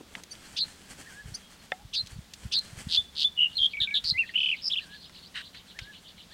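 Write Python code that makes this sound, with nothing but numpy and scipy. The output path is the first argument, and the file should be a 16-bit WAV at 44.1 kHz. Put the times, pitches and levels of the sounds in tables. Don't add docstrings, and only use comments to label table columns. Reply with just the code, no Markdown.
import sys
import numpy as np
from scipy import signal
from scipy.fft import rfft, irfft
from scipy.io import wavfile
from scipy.ndimage import map_coordinates

SR = 44100
rng = np.random.default_rng(int(sys.argv[2]) if len(sys.argv) > 2 else 0)


def wrap_up_sound(samples):
    columns = np.atleast_2d(samples).T
    tamed = np.clip(columns, -1, 1)
    steps = np.round(tamed * 32767).astype(np.int16)
    wavfile.write(sys.argv[1], SR, steps)


N = 279153
TIME = np.arange(N) / SR


def bunting():
    out = arch()
    for table, voice in ((CHIPS, chip), (BUZZES, buzz), (FIGURES, figure),
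                         (HELD_NOTES, held), (SLURS, slurred)):
        for s, *note in table:
            add(out, s, voice(*note))
    for s, *pulse, start_db, middle_db, end_db, hiss_db in TRILLS:
        add(out, s, trill(*pulse, (start_db, middle_db, end_db), hiss_db))
    return out


def syrinx(hz, db, second_db=-39, third_db=-38, jitter=0.0021, shimmer_db=1.7, edge_s=0.00076):
    t = np.arange(len(hz)) / SR
    hz = hz * (1 + jitter * wander(t, 898))
    phase = 2 * np.pi * np.cumsum(hz) / SR
    tone = np.sin(phase) + undb(second_db) * np.sin(2 * phase) + undb(third_db) * np.sin(3 * phase)
    ends = np.clip(np.minimum(t, t[-1] - t) / edge_s, 0, 1)
    return tone * ends * undb(db + shimmer_db * wander(t, 399))


def overtone_db(hz):
    return np.interp(hz, [2950, 3400, 4400], [-46, -37, -32])


CHIP_LOW_HZ, CHIP_HIGH_HZ, CHIP_SETTLE_S = 2890, 4170, 0.014
VIBRATO_HZ, SWING_HZ, WIDEST_S, PURE_S = 201.5, 1004, 0.015, 0.078
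STROKES_PER_S, STROKE_SPAN_HZ = 96, 846
# start in seconds, length in seconds, level of the high voice in dB.
CHIPS = [(.559, 0.092, -24), (1.928, 0.096, -24.5), (2.513, 0.095, -22)]
def chip(length, db, harsh_s=0.025, harsh_delay_s=.006):
    t = clock(length)
    depth = np.interp(t, [CHIP_SETTLE_S / 2, WIDEST_S, PURE_S], [0, 1, 0])
    vibrato = np.cos(2 * np.pi * VIBRATO_HZ * t + 0.52 * wander(t, 92))
    carrier_hz = np.interp(t, [0, CHIP_SETTLE_S], [CHIP_LOW_HZ, CHIP_HIGH_HZ])
    high_db = db - 2 * depth ** 2
    out = syrinx(carrier_hz + SWING_HZ * depth * vibrato, high_db, second_db=-33, jitter=0.018)
    out *= envelope(t, attack_s=0.041, release_s=0.02)
    t = clock(harsh_s)
    sawtooth = (t * STROKES_PER_S) % 1 - .5
    low_hz = CHIP_LOW_HZ + STROKE_SPAN_HZ * sawtooth
    low = syrinx(low_hz, db - 11, second_db=-4, third_db=-17, jitter=0.025)
    breath = hiss(len(t)) * undb(db - 19)
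    add(out, harsh_delay_s, (low + breath) * envelope(t, attack_s=0.0045, release_s=0.00374))
    return out


# start in seconds, pulses per second, reference level in dB.
BUZZES = [(2.8855, 83.4, -13.5), (3.151, 78, -15.5)]
def buzz(rate, db):
    pulses = trill(7, rate, hz=3780, sweep_hz=0, arch_hz=1254, open_share=.8,
                   levels_db=(db - 24.5, db - 5, db - 5), hiss_db=-19.5)
    whistle = held(length=0.038, hz=3500, scoop_hz=-600, db=-15, attack_share=0.21)
    return np.concatenate([pulses, whistle])


# start in seconds, pulse count, pulses per second, pitch in Hz, sweep and arch
# of a pulse in Hz, open share of the cycle, start, middle and end levels in dB, relative hiss in dB.
TRILLS = [ (3.3751, 7, 74.5, 2903, -140, -20, 0.84, -25.5, -16.5, -23.5, -60),
          (3.585, 6, 70.5, 3330, -400, -130, 0.86, -27, -18, -17.5, -36.5),
          (4.0432, 10, 161, 4550, -1350, 3, 0.68, -26.5, -23, -15.5, -25),
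          (4.338, 5, 270, 2714, 612, 5.5, .9, -38, -32, -28, -37.5),
          (4.3749, 6, 36.4, 2940, -1, -450, .42, -23, -20, -28, -38),
          (4.3856, 5, 36.2, 3044, -81.5, -65, 0.36, -19.5, -22, -19, -41),
          (4.6185, 6, 86, 5120, 0, 350, 0.81, -45, -26.5, -20, -30),
          (4.699, 4, 265, 3210, 700, 0, .95, -37, -31, -27, -35), ]
def trill(pulses, rate, hz, sweep_hz, arch_hz, open_share, levels_db, hiss_db,
          edge=0.348, leak_db=-23, stray_hz=42, throat_half_width_hz=730):
    t = clock(pulses / rate)
    cycle = (t * rate + .025 * wander(t, rate)) % 1
    place = np.minimum(2 * cycle / open_share - 1, 1)
    offset_hz = sweep_hz * place / 2 + arch_hz * np.cos(np.pi * place)
    opening = np.clip((1 - np.abs(place)) / edge, 0, 1) + undb(leak_db)
    throat_gain = 1 / (1 + (offset_hz / throat_half_width_hz) ** 2)
    effort_db = bend(t, *levels_db) + .5 * wander(t, 162.2)
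    hz = hz + stray_hz * wander(t, rate)
    jitter = 0.02 * np.std(offset_hz) / throat_half_width_hz
    tone = syrinx(hz + offset_hz, effort_db, overtone_db(hz), overtone_db(hz), jitter)
    return tone * opening * throat_gain + hiss(len(t)) * undb(effort_db + hiss_db)


# start in seconds, reference level in dB.
FIGURES = [(3.7345, -19), (3.8725, -18.5)]
def figure(db, tut_spacing_s=0.035, swoop_at_s=.0675, swoop_s=.012):
    out = np.zeros(N)
    for s in (0, tut_spacing_s):
        tut = held(0.029, hz=2252, scoop_hz=400, db=db - 10.5, attack_share=0.047, release_share=0.21)
        add(out, s, tut)
    swoop = slurred(swoop_s, start_hz=4200, middle_hz=3640, end_hz=3080, start_db=db - 4, end_db=db)
    add(out, swoop_at_s, swoop)
    run = trill(6, rate=162, hz=3570, sweep_hz=-1000, arch_hz=0, open_share=.9,
                levels_db=(db, db - .8, db - 7), hiss_db=-42)
    add(out, swoop_at_s + swoop_s, run)
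    return out


# start and length in seconds, pitch and its initial offset in Hz, level in dB.
HELD_NOTES = [(3.364, 0.035, 2900, 1, -41), (3.554, 0.0207, 4211, 0, -34), (3.568, 0.017, 4254, -100, -22),
              (4.107, 0.016, 4220, -550, -16.5), (4.233, 0.019, 1796, 403, -35),
              (4.292, 0.012, 1785, 357, -35)]
def held(length, hz, scoop_hz, db, attack_share=0.13, release_share=0.1, scoop_s=0.0029, sag_db=7):
    t = clock(length)
    pitch_hz = hz + scoop_hz * np.exp(-t / scoop_s)
    tone = syrinx(pitch_hz, db - sag_db * t / length, overtone_db(hz), overtone_db(hz))
    return tone * envelope(t, attack_share * length, release_share * length)


# start and length in seconds, start, middle and end pitches in Hz,
# start and end levels in dB.
SLURS = [ (3.578, 0.0059, 4240, 3850, 2500, -19.5, -13.5), (4.3555, .018, 2770, 3040, 3200, -16, -24),
         (4.524, 0.028, 2860, 2380, 2060, -18.5, -34), (4.714, 0.016, 3310, 3550, 4400, -24, -22.5),
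         (4.7315, 0.018, 3790, 3140, 2800, -20, -28), (4.756, .025, 2466, 2990, 3580, -30, -21.5),
         (4.7825, 0.018, 3220, 2640, 2300, -15.5, -41.5), ]
def slurred(length, start_hz, middle_hz, end_hz, start_db, end_db):
    t = clock(length)
    hz = bend(t, start_hz, middle_hz, end_hz)
    db = start_db + (end_db - start_db) * t / length
    tone = syrinx(hz, db, overtone_db(hz), overtone_db(hz), jitter=0.013)
    return tone * envelope(t, attack_s=0.0028, release_s=0.0045)


# time in seconds, pitch in Hz, rms level in dB.
ARCH = [(4.135, 2028, -50), (4.159, 2048, -37.5), (4.173, 2156, -34), (4.185, 2620, -24.5),
        (4.193, 2768, -21), (4.213, 2693, -27), (4.23, 2439, -29.5)]
def arch():
    s = ARCH[0][0]
    hz, db = follow(ARCH, s + clock(ARCH[-1][0] - s))
    out = np.zeros(N)
    add(out, s, np.sqrt(2) * syrinx(hz, db, overtone_db(hz), overtone_db(hz), edge_s=.003))
    return out


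# centre in Hz, width of each filter stage in Hz, relative gain in dB.
BEAK_MODES = [(4543, 1540, 2), (7900, 420, -11), (11200, 1900, -20)]
def hiss(size):
    noise = rng.standard_normal(size)
    return unit(sum(undb(db) * band(band(noise, hz, width), hz, width) for hz, width, db in BEAK_MODES))


# delay in seconds, gain in dB.
ECHOES = [(.0043, -15), (0.0106, -14), (0.0204, -19.5)]
def countryside(x, low_hz=2400, echo_top_hz=5200):
    out = x + undb(-22) * scatter(x, t60=0.36) + undb(-33) * scatter(x, t60=1.0)
    lows = lowpass(lowpass(x, low_hz), low_hz)
    out += undb(-9) * scatter(lows, t60=0.11)
    for delay, db in ECHOES:
        add(out, delay, undb(db) * lowpass(x, echo_top_hz))
    return out


# start and length in seconds, start and end pitches in Hz of the
# lower voice, the same of the upper voice, level of the lower voice in dB.
SQUEAKS = [(0.307, 0.03, 4450, 4780, 6500, 5400, -38.5), (1.341, 0.022, 4140, 5250, 5360, 6570, -31.5)]
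# start in seconds, base level in dB.
FAR_CALLS = [(1.049, -55.5), (3.793, -57), (4.793, -58), (5.745, -57.5), (6.302, -61.5)]
# elapsed time in seconds, pitch in Hz, level above the base in dB.
CALL_COURSE = [(0, 1535, -4), (.025, 1858, 9.5), (.045, 1690, 3), (.07, 1510, -1.5), (.11, 1640, 2),
               (.16, 1717, 13.5), (.19, 1560, -13)]
# start and length in seconds, start and end pitches in Hz, level in dB.
FAR_GLIDES = [(0.447, .024, 4150, 4200, -52), (1.392, 0.11, 3210, 3300, -57),
              (1.585, 0.0415, 4390, 4200, -57), (1.775, 0.0575, 737.3, 890, -54.5),
              (2.102, 0.066, 4400, 4520, -56), (4.945, 0.1, 3980, 4500, -52.5),
              (5.039, 0.043, 4760, 5200, -53), (5.219, .035, 4490, 4250, -50),
              (5.255, 0.041, 4400, 5700, -58)]
def neighbours():
    out = np.zeros(N)
    for s, length, low_start_hz, low_end_hz, high_start_hz, high_end_hz, db in SQUEAKS:
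        add(out, s, glide(length, low_start_hz, low_end_hz, db, second_db=-10.5))
        add(out, s, glide(length, high_start_hz, high_end_hz, db - 1.5, second_db=-20.5))
    hz, course_db = follow(CALL_COURSE, clock(CALL_COURSE[-1][0]))
    for s, base_db in FAR_CALLS:
        add(out, s, syrinx(hz, base_db + course_db, second_db=-40))
    for s, length, start_hz, end_hz, db in FAR_GLIDES:
        add(out, s, glide(length, start_hz, end_hz, db, second_db=-27))
    return out


def glide(length, start_hz, end_hz, db, second_db, taper_db=16):
    progress = clock(length) / length
    hz = start_hz + (end_hz - start_hz) * progress
    return syrinx(hz, db - taper_db * (2 * progress - 1) ** 2, second_db)


# middle of the first chirp in seconds, chirp count, level in dB.
CHATTER = [(3.523, 1, -47), (3.709, 1, -46.5), (4.285, 1, -46.5), (4.584, 1, -45), (4.812, 2, -46),
           (5.04, 2, -47), (5.245, 1, -48), (5.447, 8, -47)]
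def chatter(centre_hz=3600, swing_hz=540, spread_hz=200, spacing_s=.126, taper_db=13):
    out = np.zeros(N)
    for first, chirps, db in CHATTER:
        for k, (stretch, detune) in enumerate(rng.uniform(-1, 1, (chirps, 2))):
            length = .085 * (1 + .3 * stretch)
            t = clock(length)
            hz = centre_hz + spread_hz * (detune + wander(t, 30)) + swing_hz * wander(t, 600)
            chirp = syrinx(hz, db - taper_db * (2 * t / length - 1) ** 2)
            add(out, first + k * spacing_s - length / 2, chirp)
    return scatter(out, t60=.06)


# start in seconds, peak in dB, centre in Hz, decay constant in seconds.
CLICKS = [(.152, -22, 2000, 0.0032), (0.236, -33, 4400, 0.0024), (.352, -36, 2520, 0.0026),
          (2.062, -37, 4500, 0.0029), (2.071, -32.5, 4410, 0.0044), (2.336, -29, 4400, 0.0062),
          (2.588, -28.5, 5600, 0.0043), (4.04, -28.5, 3500, 0.015), (5.096, -38.5, 2060, 0.0029),
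          (5.545, -38.5, 2180, 0.02), (5.789, -25.5, 2460, 0.0058)]
def clicks():
    out, t = np.zeros(N), clock(.15)
    for s, db, hz, decay in CLICKS:
        burst = rng.standard_normal(len(t)) * np.exp(-t / decay)
        click = band(band(burst, hz, 1.15 * hz), hz, 1.15 * hz)
        add(out, s, undb(db) * click / np.abs(click).max())
    return out


# frequency in Hz, relative level in dB, seconds to fall by 60 dB.
KNOCK_MODES = [(542, 0.5, 0.021), (742.2, -4.5, 0.095), (830, -9.5, 0.066), (1330, -9, 0.048),
               (1670, 4.5, 0.015), (1870, 6.5, 0.021), (2110, -4.5, 0.047), (2572, 5.5, 0.007),
               (3530, -3, 0.024), (5050, -7, 0.0041)]
def knock(start_s=1.7195, peak_db=-15):
    out, t = np.zeros(N), clock(.15)
    ring = sum((-1) ** k * undb(db - 60 * t / t60) * np.sin(2 * np.pi * hz * t)
               for k, (hz, db, t60) in enumerate(KNOCK_MODES))
    add(out, start_s, undb(peak_db) * ring / np.abs(ring).max())
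    return out


# middle in seconds, level in dB.
BUMPS = [(1.26, -34), (1.289, -37), (1.323, -35.5), (1.856, -36), (2.038, -38), (2.131, -37.5),
         (2.166, -32.5), (2.191, -30.5), (2.456, -29.5), (2.464, -32.5), (2.735, -35), (2.778, -36),
         (2.872, -26.5), (2.99, -39.5), (3.61, -41.5), (3.816, -36), (4.051, -40.5), (4.125, -31),
         (4.16, -41), (5.824, -36)]
def bumps(middle_hz=111.4, middle_db=-34, db_per_octave=16):
    out, t = np.zeros(N), clock(.15)
    for s, db in BUMPS:
        hz = middle_hz * 2 ** ((db - middle_db) / db_per_octave)
        cycles = (t - t.mean()) * hz
        bump = np.cos(2 * np.pi * (cycles + rng.random())) * np.exp(-(cycles / 0.49) ** 2)
        sway = np.sin(2 * np.pi * (cycles / 2.06 + rng.random())) * np.exp(-(cycles / 3.4) ** 2)
        add(out, s - t.mean(), undb(db) * (bump + undb(-14.5) * sway))
    return out


# middle and length in seconds, level in dB, centre in Hz.
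RUSTLES = [(0.013, 0.072, -51.5, 300), (0.159, 0.086, -51.5, 860), (0.158, 0.31, -57, 288),
           (0.832, 0.057, -57.5, 340), (0.998, 0.031, -48, 320)]
def rustles(grain_db=7.2):
    out = np.zeros(N)
    for s, length, db, hz in RUSTLES:
        grains = rng.standard_normal(N) * undb(grain_db * wander(TIME, 150))
        swell = np.exp(-(2 * (TIME - s) / length) ** 2)
        out += unit(band(band(grains, hz, hz), hz, hz)) * undb(db) * swell
    return out


# time in seconds, level in dB.
RASP_LEVELS = [(5.34, -56), (5.349, -45.5), (5.358, -35), (5.381, -36), (5.39, -38.5), (5.418, -42.5),
               (5.426, -58.5)]
# centre in Hz, width of the first filter stage in Hz, relative gain in dB.
RASP_MODES = [(1824, 520, 5), (2850, 480, 6.5), (3770, 360, 4), (8300, 500, -15)]
def rasp(grain_db=0.5):
    out = np.zeros(N)
    s = RASP_LEVELS[0][0]
    t = s + clock(RASP_LEVELS[-1][0] - s)
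    grains = rng.standard_normal(len(t)) * undb(grain_db * wander(t, 580))
    body = sum(undb(db) * band(band(grains, hz, width), hz, 2 * width) for hz, width, db in RASP_MODES)
    add(out, s, unit(body) * undb(follow(RASP_LEVELS, t)[0]))
    return out


# frequency in Hz, relative spectral density in dB.
AIR_SPECTRUM = [(15, -24.5), (25, -3.5), (80, 4.5), (126, -3.5), (179, 5), (324, -7), (2200, -13.5),
                (3050, -10.5), (3390, -9), (6140, -16), (13400, -25), (15800, -25.5)]
def air(db=-55.5):
    return coloured(AIR_SPECTRUM) * undb(db + 0.23 * wander(TIME, 5.8))


# frequency in Hz, relative spectral density in dB.
LEAF_SPECTRUM = [(240, 0), (400, -8), (1210, -8.5), (1650, -2.5), (2690, -8), (3340, -4), (3660, -22),
                 (4410, -7.5), (5140, -11.5), (8280, -9), (15800, -31.5)]
# time in seconds, relative level of the foliage in dB.
BREEZE = [(0, -64), (.15, -52.5), (.45, -53.5), (.6, -51.5), (1.05, -51.5), (1.4, -55.5), (1.65, -55.5),
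          (1.85, -61.5), (2.1, -53.5), (2.25, -58.5), (2.6, -50), (2.9, -49), (3.1, -63.5), (4, -62),
          (4.8, -61.5), (6.33, -65.5)]
def foliage(trim_db=-3.5, flutter_db=4.0, grain_db=2.0, sway_db=2, twig_hz=8200):
    leaves = coloured(LEAF_SPECTRUM)
    leaves += band(leaves, twig_hz, twig_hz / 2) * (undb(sway_db * wander(TIME, 25)) - 1)
    flicker_db = flutter_db * wander(TIME, 25.02) + grain_db * wander(TIME, 900)
    return leaves * undb(follow(BREEZE, TIME)[0] + trim_db + flicker_db)


def scatter(x, t60):
    t = clock(t60)
    tail = rng.standard_normal(len(t)) * undb(-60 * t / t60) * np.minimum(t / 0.0021, 1)
    return signal.fftconvolve(x, tail / np.linalg.norm(tail))[:N]


def coloured(points):
    hz, db = np.transpose(points)
    bins = np.maximum(np.arange(N // 2 + 1) * SR / N, 1)
    gain = undb(np.interp(np.log(bins), np.log(hz), db))
    return unit(irfft(rfft(rng.standard_normal(N)) * gain, N))


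def band(x, hz, width):
    return signal.lfilter(*signal.iirpeak(hz, max(hz / width, .5), fs=SR), x)


def lowpass(x, hz):
    return signal.sosfilt(signal.butter(4, hz, fs=SR, output="sos"), x)


def envelope(t, attack_s, release_s):
    attack = np.sin(np.pi / 2 * np.clip(t / attack_s, 0, 1))
    release = np.sin(np.pi / 2 * np.clip((t[-1] - t) / release_s, 0, 1)) ** 2
    return attack * release


def wander(t, rate):
    steps = (t - t[0]) * rate
    return map_coordinates(rng.standard_normal(int(steps[-1]) + 2), [steps], order=3, mode="nearest")


def bend(t, start, middle, end):
    return np.polyval(np.polyfit([0, .5, 1], [start, middle, end], 2), t / t[-1])


def follow(rows, at):
    first, *columns = np.transpose(rows)
    return [np.interp(at, first, c) for c in columns]


def clock(length):
    return np.arange(max(int(length * SR), 64)) / SR


def add(out, s, x):
    i = max(int(s * SR), 0)
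    out[i:i + len(x)] += x[:max(N - i, 0)]


def unit(x):
    return x / np.sqrt(np.mean(x ** 2) + 1e-18)


def undb(db):
    return 10 ** (np.asarray(db) / 20)


def scene(overtone_limit_hz=11500):
    song = lowpass(bunting() + neighbours(), overtone_limit_hz)
    birds = countryside(song) + chatter()
    handling = clicks() + knock() + bumps() + rustles()
    return (birds + handling + rasp() + air() + foliage())[None]


def record(dry, top_hz=15900):
    return signal.sosfilt(signal.ellip(10, .2, 70, top_hz, fs=SR, output="sos"), dry)


dry = scene()
out = record(dry)
wrap_up_sound(out)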